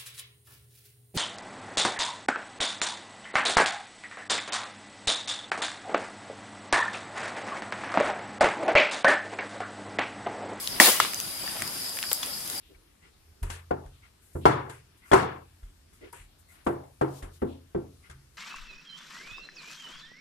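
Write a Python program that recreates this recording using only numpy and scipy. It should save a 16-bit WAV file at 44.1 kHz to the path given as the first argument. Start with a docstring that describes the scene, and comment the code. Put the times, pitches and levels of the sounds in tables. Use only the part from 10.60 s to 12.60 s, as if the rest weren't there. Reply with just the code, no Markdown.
"""A campfire at night, close to the microphone: a sap pocket bursts with a loud pop and a jet of steam, another follows.
Each burst or crack is decaying rings and shaped noise; steam, flames and sap hiss are coloured, patchy noise.
Flaring gas puffs, and tiny decaying sines tick through the hiss.
In the dark around the fire a cricket trills as a modulated sine, a chorus of insects swells and sinks
as banded noise, and a small night animal gives falling chirps. A faint noise tail answers the wood."""
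import sys
import numpy as np
from scipy import signal
from scipy.fft import rfft, irfft, next_fast_len
from scipy.io import wavfile
from scipy.ndimage import uniform_filter1d, map_coordinates

SR = 44100
rng = np.random.default_rng(int(sys.argv[2]) if len(sys.argv) > 2 else 0)


def materialize(psi):
    """Save the field psi as 16-bit PCM at rate SR to the path in sys.argv[1].

    A 1-D psi becomes a single channel; in a 2-D psi each row is a channel.
    """
    bounded = np.clip(np.atleast_2d(psi).T, -1, 1)
    quanta = np.round(bounded * 32767).astype(np.int16)
    wavfile.write(sys.argv[1], SR, quanta)


N = 88200
T = np.arange(N) / SR
TOP_HZ = 15800  # band limit at the microphone


def amp(db):
    """Turn decibels into an amplitude factor."""
    return 10 ** (np.asarray(db) / 20)


def unit(x):
    """Scale to rms 1."""
    return x / np.sqrt(np.mean(x ** 2) + 1e-20)


def along(points, hz):
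    """Read a curve of (Hz, value) points on a log frequency axis."""
    f, value = np.transpose(points)
    return np.interp(np.log(hz + 1), np.log(f + 1), value)


def shape(points):
    """Gain as a function of frequency, from (Hz, dB) points."""
    return lambda hz: amp(along(points, hz))


def band(centre_hz, q):
    """Gain of a resonant band around a centre."""
    return lambda hz: 1 / (1 + (q * (hz / centre_hz - centre_hz / (hz + 1))) ** 2)


def pan(db):
    """Left and right gains that differ by db; positive leans left."""
    return amp(np.array([[.5], [-.5]]) * db)


def fade(t, t60):
    """Exponential decay that loses 60 dB in t60 seconds."""
    return np.exp(-np.log(1000) * t / t60)


def wobble(rate):
    """A smooth random curve, rate knots a second."""
    return map_coordinates(rng.standard_normal(1000), [T * rate + 2], mode="wrap")


def filtered(x, response):
    """Multiply the spectrum of x by a response of frequency."""
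    m = next_fast_len(x.shape[-1] * 5 // 4)
    hz = np.fft.rfftfreq(m, 1 / SR)
    return irfft(rfft(x, m) * response(hz), m)[..., :x.shape[-1]]


def low_cut(x, edge_hz):
    """Take away the bass below an edge."""
    sos = signal.butter(2, min(edge_hz, TOP_HZ), "high", fs=SR, output="sos")
    return signal.sosfilt(sos, x)


def add(out, s, x):
    """Mix x into out from time s."""
    part = out[:, round(s * SR):][:, :x.shape[-1]]
    part += x[..., :part.shape[1]]


# Left-right likeness of close sounds before the lean: pitch_hz, correlation
NEAR_LIKENESS = [(60, 0.91), (600, 0.94), (1400, 0.84), (3100, 0.08), (7000, 0)]
# Left-right likeness of sounds spread around the microphone, before the lean: pitch_hz, correlation
AROUND_LIKENESS = [(100, 0.74), (300, .45), (1400, 0.12), (3100, 0.11), (7000, -0.031)]
# How far noise leans left: pitch_hz, left_right_db
LEFT_LEAN = [(200, 1), (1500, 0.1), (4400, 1.5), (15000, 3)]


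def rush(colour, alike, size=N):
    """Coloured stereo noise of rms 1; mid and side shares set the likeness, and the treble leans left."""
    def mid_and_side(hz):
        turn = np.arccos(np.clip(along(alike, hz), -1, 1)) / 2
        return colour(hz) * np.array([np.cos(turn), np.sin(turn)])

    mid, side = filtered(rng.standard_normal((2, size)), mid_and_side)
    left_right = np.array([mid + side, mid - side])
    return unit(filtered(left_right, lambda hz: pan(along(LEFT_LEAN, hz))))


def patchy(x, depth_db):
    """Uneven noise: the gain varies at random in small patches of time and pitch."""
    z = signal.stft(x, nperseg=1024)[2]
    field = rng.standard_normal(z.shape[1:])
    field = uniform_filter1d(field, size=3, axis=0)  # over pitch
    field = uniform_filter1d(field, size=4, axis=1)  # over time
    return unit(signal.istft(z * amp(depth_db * unit(field)), nperseg=1024)[1][:, :N])


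BURST_S, THUMP_DELAY_S = .2001, 0.002626  # the log rings as it gives way
BURST_DB, BLAST_DB, BLAST_T60_S = -5.5, -2, 0.025
# Modes of the splitting log: pitch_hz, level_db (relative to BURST_DB), t60_s
LOG_MODES = [(226, -7.5, 0.033), (330, -10.5, 0.054), (605, -16.5, 0.042), (674, -12.5, 0.067),
             (845, -12, 0.035), (998, -3.5, 0.031), (1540, -4.5, 0.012), (2000, -12, 0.0097),
             (2270, -17.5, 0.017)]
# Colour of the blast: pitch_hz, level_db (relative)
BLAST_COLOUR = [(100, -37), (600, 6), (1300, -0.5), (1950, 15.5), (2400, 1), (3000, -1.5), (5000, 0),
                (11000, -3.5), (16000, -13)]


def burst():
    """A sap pocket splits the log with a sharp noise blast; a moment later the log's modes thump."""
    out, t = np.zeros((2, N)), T[:SR // 10]
    ring = np.zeros(len(t))
    for k, (hz, db, t60) in enumerate(LOG_MODES):
        sign = (-1) ** k
        ring += sign * amp(db) * np.sin(2 * np.pi * hz * t) * fade(t, t60)
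    blast = rush(shape(BLAST_COLOUR), NEAR_LIKENESS, size=len(t)) * fade(t, BLAST_T60_S)
    add(out, BURST_S, amp(BLAST_DB) * blast)
    add(out, BURST_S + THUMP_DELAY_S, amp(BURST_DB) * low_cut(ring, edge_hz=130))
    return out


# Steam jets: start_s, level_db (before the unsteadiness), attack_s, hold_s (from the start),
# fade_db_per_s, colour as (pitch_hz, relative level_db)
STEAM_JETS = [(0.199, -14.5, 0.01, 0.074, 134.3, [(25, -37), (70, -22), (150, -14), (300, 0.5), (420, -4.5),
              (700, 3), (1300, 0), (2400, 4), (4500, 5), (6500, 1), (10500, 4.5), (13000, 1.5),
              (15800, -2)]), (0.404, -28, 0.0062, 0.028, 187, [(40, -27), (150, -2.5), (400, -5.5),
              (900, -12), (1800, -5.5), (3500, 5), (6000, -7), (10500, -8), (15800, -28)])]


def steam():
    """Steam jets from an opened pocket, holds, and dies as the pressure falls."""
    out = np.zeros((2, N))
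    for s, db, attack, hold, fade_db, spectrum in STEAM_JETS:
        fall_db = fade_db * np.maximum(T - s - hold, 0)
        level = amp(db - fall_db + 0.3 * wobble(155))
        onset = np.sqrt(np.clip((T - s) / attack, 0, 1))
        out += onset * level * patchy(rush(shape(spectrum), NEAR_LIKENESS), depth_db=2.5)
    return out


SNAP_T60_S = 0.011  # averaged geometrically with each ring's t60
# Splinter noise: level over the ring's peak, t60 over the ring's; bass limit over the ring's pitch
SPLINTER, SPLINTER_LASTS, LOW_CUT = 0.33, 2.96, 0.47
# Cracks in the wood: start_s, level_db (before rise and low cut), ring pitch_hz, ring t60_s, rise_s,
# snap_db (over the ring), left_right_db (of the ring)
WOOD_CRACKS = [(0.0744, -9.5, 3850, 0.0032, 0.000034, -21.5, 0), (.4007, 2, 1200, 0.0073, 0.0006, -9.5, 2),
               (.4485, -13, 1040, 0.0087, .0005, -13, -0.5), (0.5349, -21, 2500, 0.0024, 0.000065, 1.5, 2),
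               (0.5451, -12.5, 6200, 0.0022, 0.000081, -6.5, -13.5),
               (.5914, -24, 4050, 0.0014, 0.000086, -1, -1), (.6016, -17.5, 6900, 0.0015, 0.00007, 4.5, 2),
               (0.611, -21, 5900, .002, 0.000088, -4, 6), (.8755, -27, 1760, 0.023, 0.0017, 3.5, 1),
               (1.0212, -15, 2000, 0.0049, 0.000052, -15, 1.5), (1.0214, -17.5, 8470, 0.006, .0001, -14, 2),
               (1.0771, -26.5, 7860, 0.0018, 0.00011, 8, -3), (1.2944, -18.5, 7900, .002, 0.00009, -7, 3),
               (1.3700, -29.5, 1750, 0.021, 0.0011, 3, -2), (1.3882, -28.5, 1900, .007, .0002, 8.5, 3),
               (1.4285, -10, 2840, 0.0025, 0.000093, -21, -1),
               (1.4372, -17, 1620, 0.0078, 0.00065, -10, -1), (1.5147, -15.5, 846, 0.013, 0.0017, 4.5, 0),
               (1.5310, -0.5, 11650, 0.0017, 0.000078, -11.5, 9.5),
               (1.5446, -21, 13000, .003, .0001, -5, 3), (1.6290, -16, 3410, 0.021, 0.0019, -27, 1),
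               (1.6305, -27.5, 1090, 0.015, 0.0011, 3, 4), (1.6613, -21.5, 9600, 0.0012, 0.00011, 5, -2),
               (1.8764, -17, 11200, 0.0025, 0.00011, -18, 4), (1.9000, -18.5, 7200, .003, 0.00016, 1.5, 12),
               (1.9804, -22.5, 9000, .002, .0001, -4, 1)]
# Colour of the bright snap: pitch_hz, level_db (relative)
SNAP_COLOUR = [(150, -5), (600, 4), (3200, 4), (7000, 0), (11000, -1), (16000, -4.5)]


def cracks():
    """Each fracture snaps brightly and rings a splinter for a few cycles; small splinters give no bass."""
    out, t = np.zeros((2, N)), T[:SR // 20]
    for s, db, hz, t60, rise, snap_db, pan_db in WOOD_CRACKS:
        ring = np.sin(2 * np.pi * hz * t) * fade(t, t60) * pan(pan_db)
        splinter = rush(band(hz, q=0.37), NEAR_LIKENESS, size=len(t))
        splinter *= SPLINTER * fade(t, t60 * SPLINTER_LASTS)
        snap = rush(shape(SNAP_COLOUR), NEAR_LIKENESS, size=len(t))
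        snap *= amp(snap_db) * fade(t, np.sqrt(SNAP_T60_S * t60))
        onset = 1 - np.exp(-t / rise)
        add(out, s, amp(db) * low_cut((ring + splinter + snap) * onset, LOW_CUT * hz))
    return out


FLAME_DB, FLICKER_DB = -43.5, 1.8  # flicker per unit of wobble
# Colour of the flames before the roll-off around 4500 Hz: pitch_hz, level_db (relative)
FLAME_COLOUR = [(15, -45), (25, -11.5), (97, -2.5), (134, -4.5), (180, -0.5), (287, -3), (348, -3.5),
                (421, -8), (604, -3.5), (1120, -6), (1780, -7), (2620, -7.5), (4000, -5.5), (5200, -35),
                (8800, -120)]


def flames():
    """The soft rush of the flames is dark, patchy noise with a flickering level."""
    colour = lambda hz: shape(FLAME_COLOUR)(hz) / (1 + (hz / 4500) ** 8)
    level = amp(FLAME_DB + FLICKER_DB * wobble(10.23))
    return level * patchy(rush(colour, AROUND_LIKENESS), depth_db=2.5)


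# Puffs of flaring gas: centre_s, level_db, width_s (standard deviation), centre pitch_hz
GAS_PUFFS = [(0.218, -23.5, 0.0059, 756), (0.287, -24, 0.0081, 640), (.293, -31.5, 0.01, 340),
             (0.844, -41.5, 0.0048, 465), (0.967, -38.5, 0.0073, 720), (1.03, -45, 0.047, 1730),
             (1.025, -45.5, 0.028, 133), (1.44, -42.5, 0.017, 1500), (1.532, -33.5, 0.023, 8900)]


def puffs():
    """Each short puff of flaring gas is a band of noise that swells and sinks."""
    out = np.zeros((2, N))
    for s, db, width, hz in GAS_PUFFS:
        swell = np.exp(-.5 * ((T - s) / width) ** 2)
        out += amp(db) * swell * rush(band(hz, q=0.88), NEAR_LIKENESS)
    return out


SAP_DB, SAP_WAVER_DB = -37, -0.53  # waver per unit of wobble
TICKS_PER_S, TICK_HZ = 70, 8000  # pitches scatter an octave either way, up to TOP_HZ
TICK_DB, TICK_SPREAD_DB = -32, 8  # the faintest tick, and the range above it, before panning
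# Colour of the sap hiss: pitch_hz, level_db (relative)
SAP_COLOUR = [(2500, -11.5), (4200, -3.5), (6200, -3), (8000, -2), (10800, 5), (12500, -0.5), (14500, -6),
              (15800, -14)]


def sizzle():
    """Boiling sap hisses as bright noise; tiny decaying ticks are sprinkled through it."""
    hiss = patchy(rush(shape(SAP_COLOUR), AROUND_LIKENESS), depth_db=2.5)
    out = amp(SAP_DB + SAP_WAVER_DB * wobble(13.7)) * hiss
    t = T[:SR // 200]
    for when, size, pitch, side in rng.random((int(TICKS_PER_S * N / SR), 4)):
        hz = min(TICK_HZ * 4 ** (pitch - .5), TOP_HZ)
        db = TICK_DB + TICK_SPREAD_DB * size ** 2  # mostly faint
        tick = np.sin(2 * np.pi * hz * t) * fade(t, 9 / hz)  # nine cycles to -60 dB
        add(out, when * N / SR, amp(db) * pan(10 * side - 3) * tick)
    return out


CRICKET_HZ, CRICKET_WANDER_HZ = 4800, 45  # wander per unit of wobble
TRILL_HZ, TRILL_DEPTH = 43, .5  # rate before its phase wobbles, and share of the level
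# Level of the cricket before its wobble: time_s, level_db
CRICKET_LEVEL = [(0, -58), (.6, -44.5), (.78, -46), (.9, -38), (.94, -51), (1.07, -42.5), (1.15, -49),
                 (1.33, -44), (1.6, -45.5), (1.87, -57), (2, -39)]


def cricket():
    """One cricket trills on a narrow wandering pitch, pulsing in level, a little to the left."""
    wander = np.array([wobble(70), wobble(70)])  # separate at left and right
    phase = 2 * np.pi * np.cumsum(CRICKET_HZ + CRICKET_WANDER_HZ * wander, axis=1) / SR
    trill = 1 + TRILL_DEPTH * np.sin(2 * np.pi * TRILL_HZ * T + wobble(12.7))
    level = amp(np.interp(T, *np.transpose(CRICKET_LEVEL)) + 2.5 * wobble(40))
    return level * unit(trill * np.sin(phase)) * pan(3)


# Falling chirps of a small night animal: start_s, level_db (before panning)
ANIMAL_CHIRPS = [(1.441, -40), (1.483, -36), (1.724, -37), (1.765, -37.5)]
CHIRP_HZ, CHIRP_FALL_HZ_PER_S, CHIRP_S = 5380, 52000, 0.024  # starting pitch, fall, length


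def chirps():
    """Each chirp is one quick downward glide."""
    out, t = np.zeros((2, N)), T[:SR // 10]
    phase = 2 * np.pi * (CHIRP_HZ - .5 * CHIRP_FALL_HZ_PER_S * t) * t
    glide = np.sin(phase) * np.sin(np.pi * np.minimum(t / CHIRP_S, 1))
    for s, db in ANIMAL_CHIRPS:
        add(out, s, amp(db) * glide * pan(3.4))
    return out


CHORUS_REST_DB = -45.5  # between swells, before the wobble
# Swells of the chorus, added to the rest as power: centre_s, level_db, width_s (to 1/e of the power)
CHORUS_SWELLS = [(.13, -37.5, 0.026), (1.07, -41, .025), (1.245, -38.5, 0.056), (1.51, -37.5, 0.051),
                 (1.75, -39.5, 0.04), (1.965, -42.5, .025)]
# Colour of the chorus: pitch_hz, level_db (relative)
CHORUS_COLOUR = [(4000, -24), (4550, -6), (4850, 0), (5250, -0.5), (5550, -8), (6300, -89)]


def chorus():
    """The many insects behind merge into banded noise that comes in swells."""
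    power = amp(CHORUS_REST_DB) ** 2
    for s, db, width in CHORUS_SWELLS:
        power = power + amp(db) ** 2 * np.exp(-((T - s) / width) ** 2)
    return np.sqrt(power) * amp(0.6 * wobble(130)) * rush(shape(CHORUS_COLOUR), AROUND_LIKENESS)


TREES_DB, TREES_T60_S = -12, .4


def trees(x):
    """Ground and trees scatter a faint tail back, a decaying noise response."""
    t = T[:SR // 2]
    tail = rng.standard_normal((2, len(t))) * fade(t, TREES_T60_S)
    return signal.fftconvolve(x, tail / np.linalg.norm(tail[0]), axes=1)[:, :N]


def scene():
    """The fire close by, the night around it; only the wood's cracks and burst echo off the trees."""
    wood = burst() + cracks()
    fire = wood + steam() + flames() + puffs() + sizzle()
    night = cricket() + chirps() + chorus()
    return fire + night + amp(TREES_DB) * trees(wood)


CLIP_LEVEL = 1.1  # ceiling of the soft overload


def record(dry):
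    """The loudest pop overloads the recorder, which keeps nothing above its band limit."""
    clipped = dry / (1 + np.abs(dry / CLIP_LEVEL) ** 6) ** (1 / 6)
    return filtered(clipped, lambda hz: hz < TOP_HZ)


dry = scene()
out = record(dry)
materialize(out)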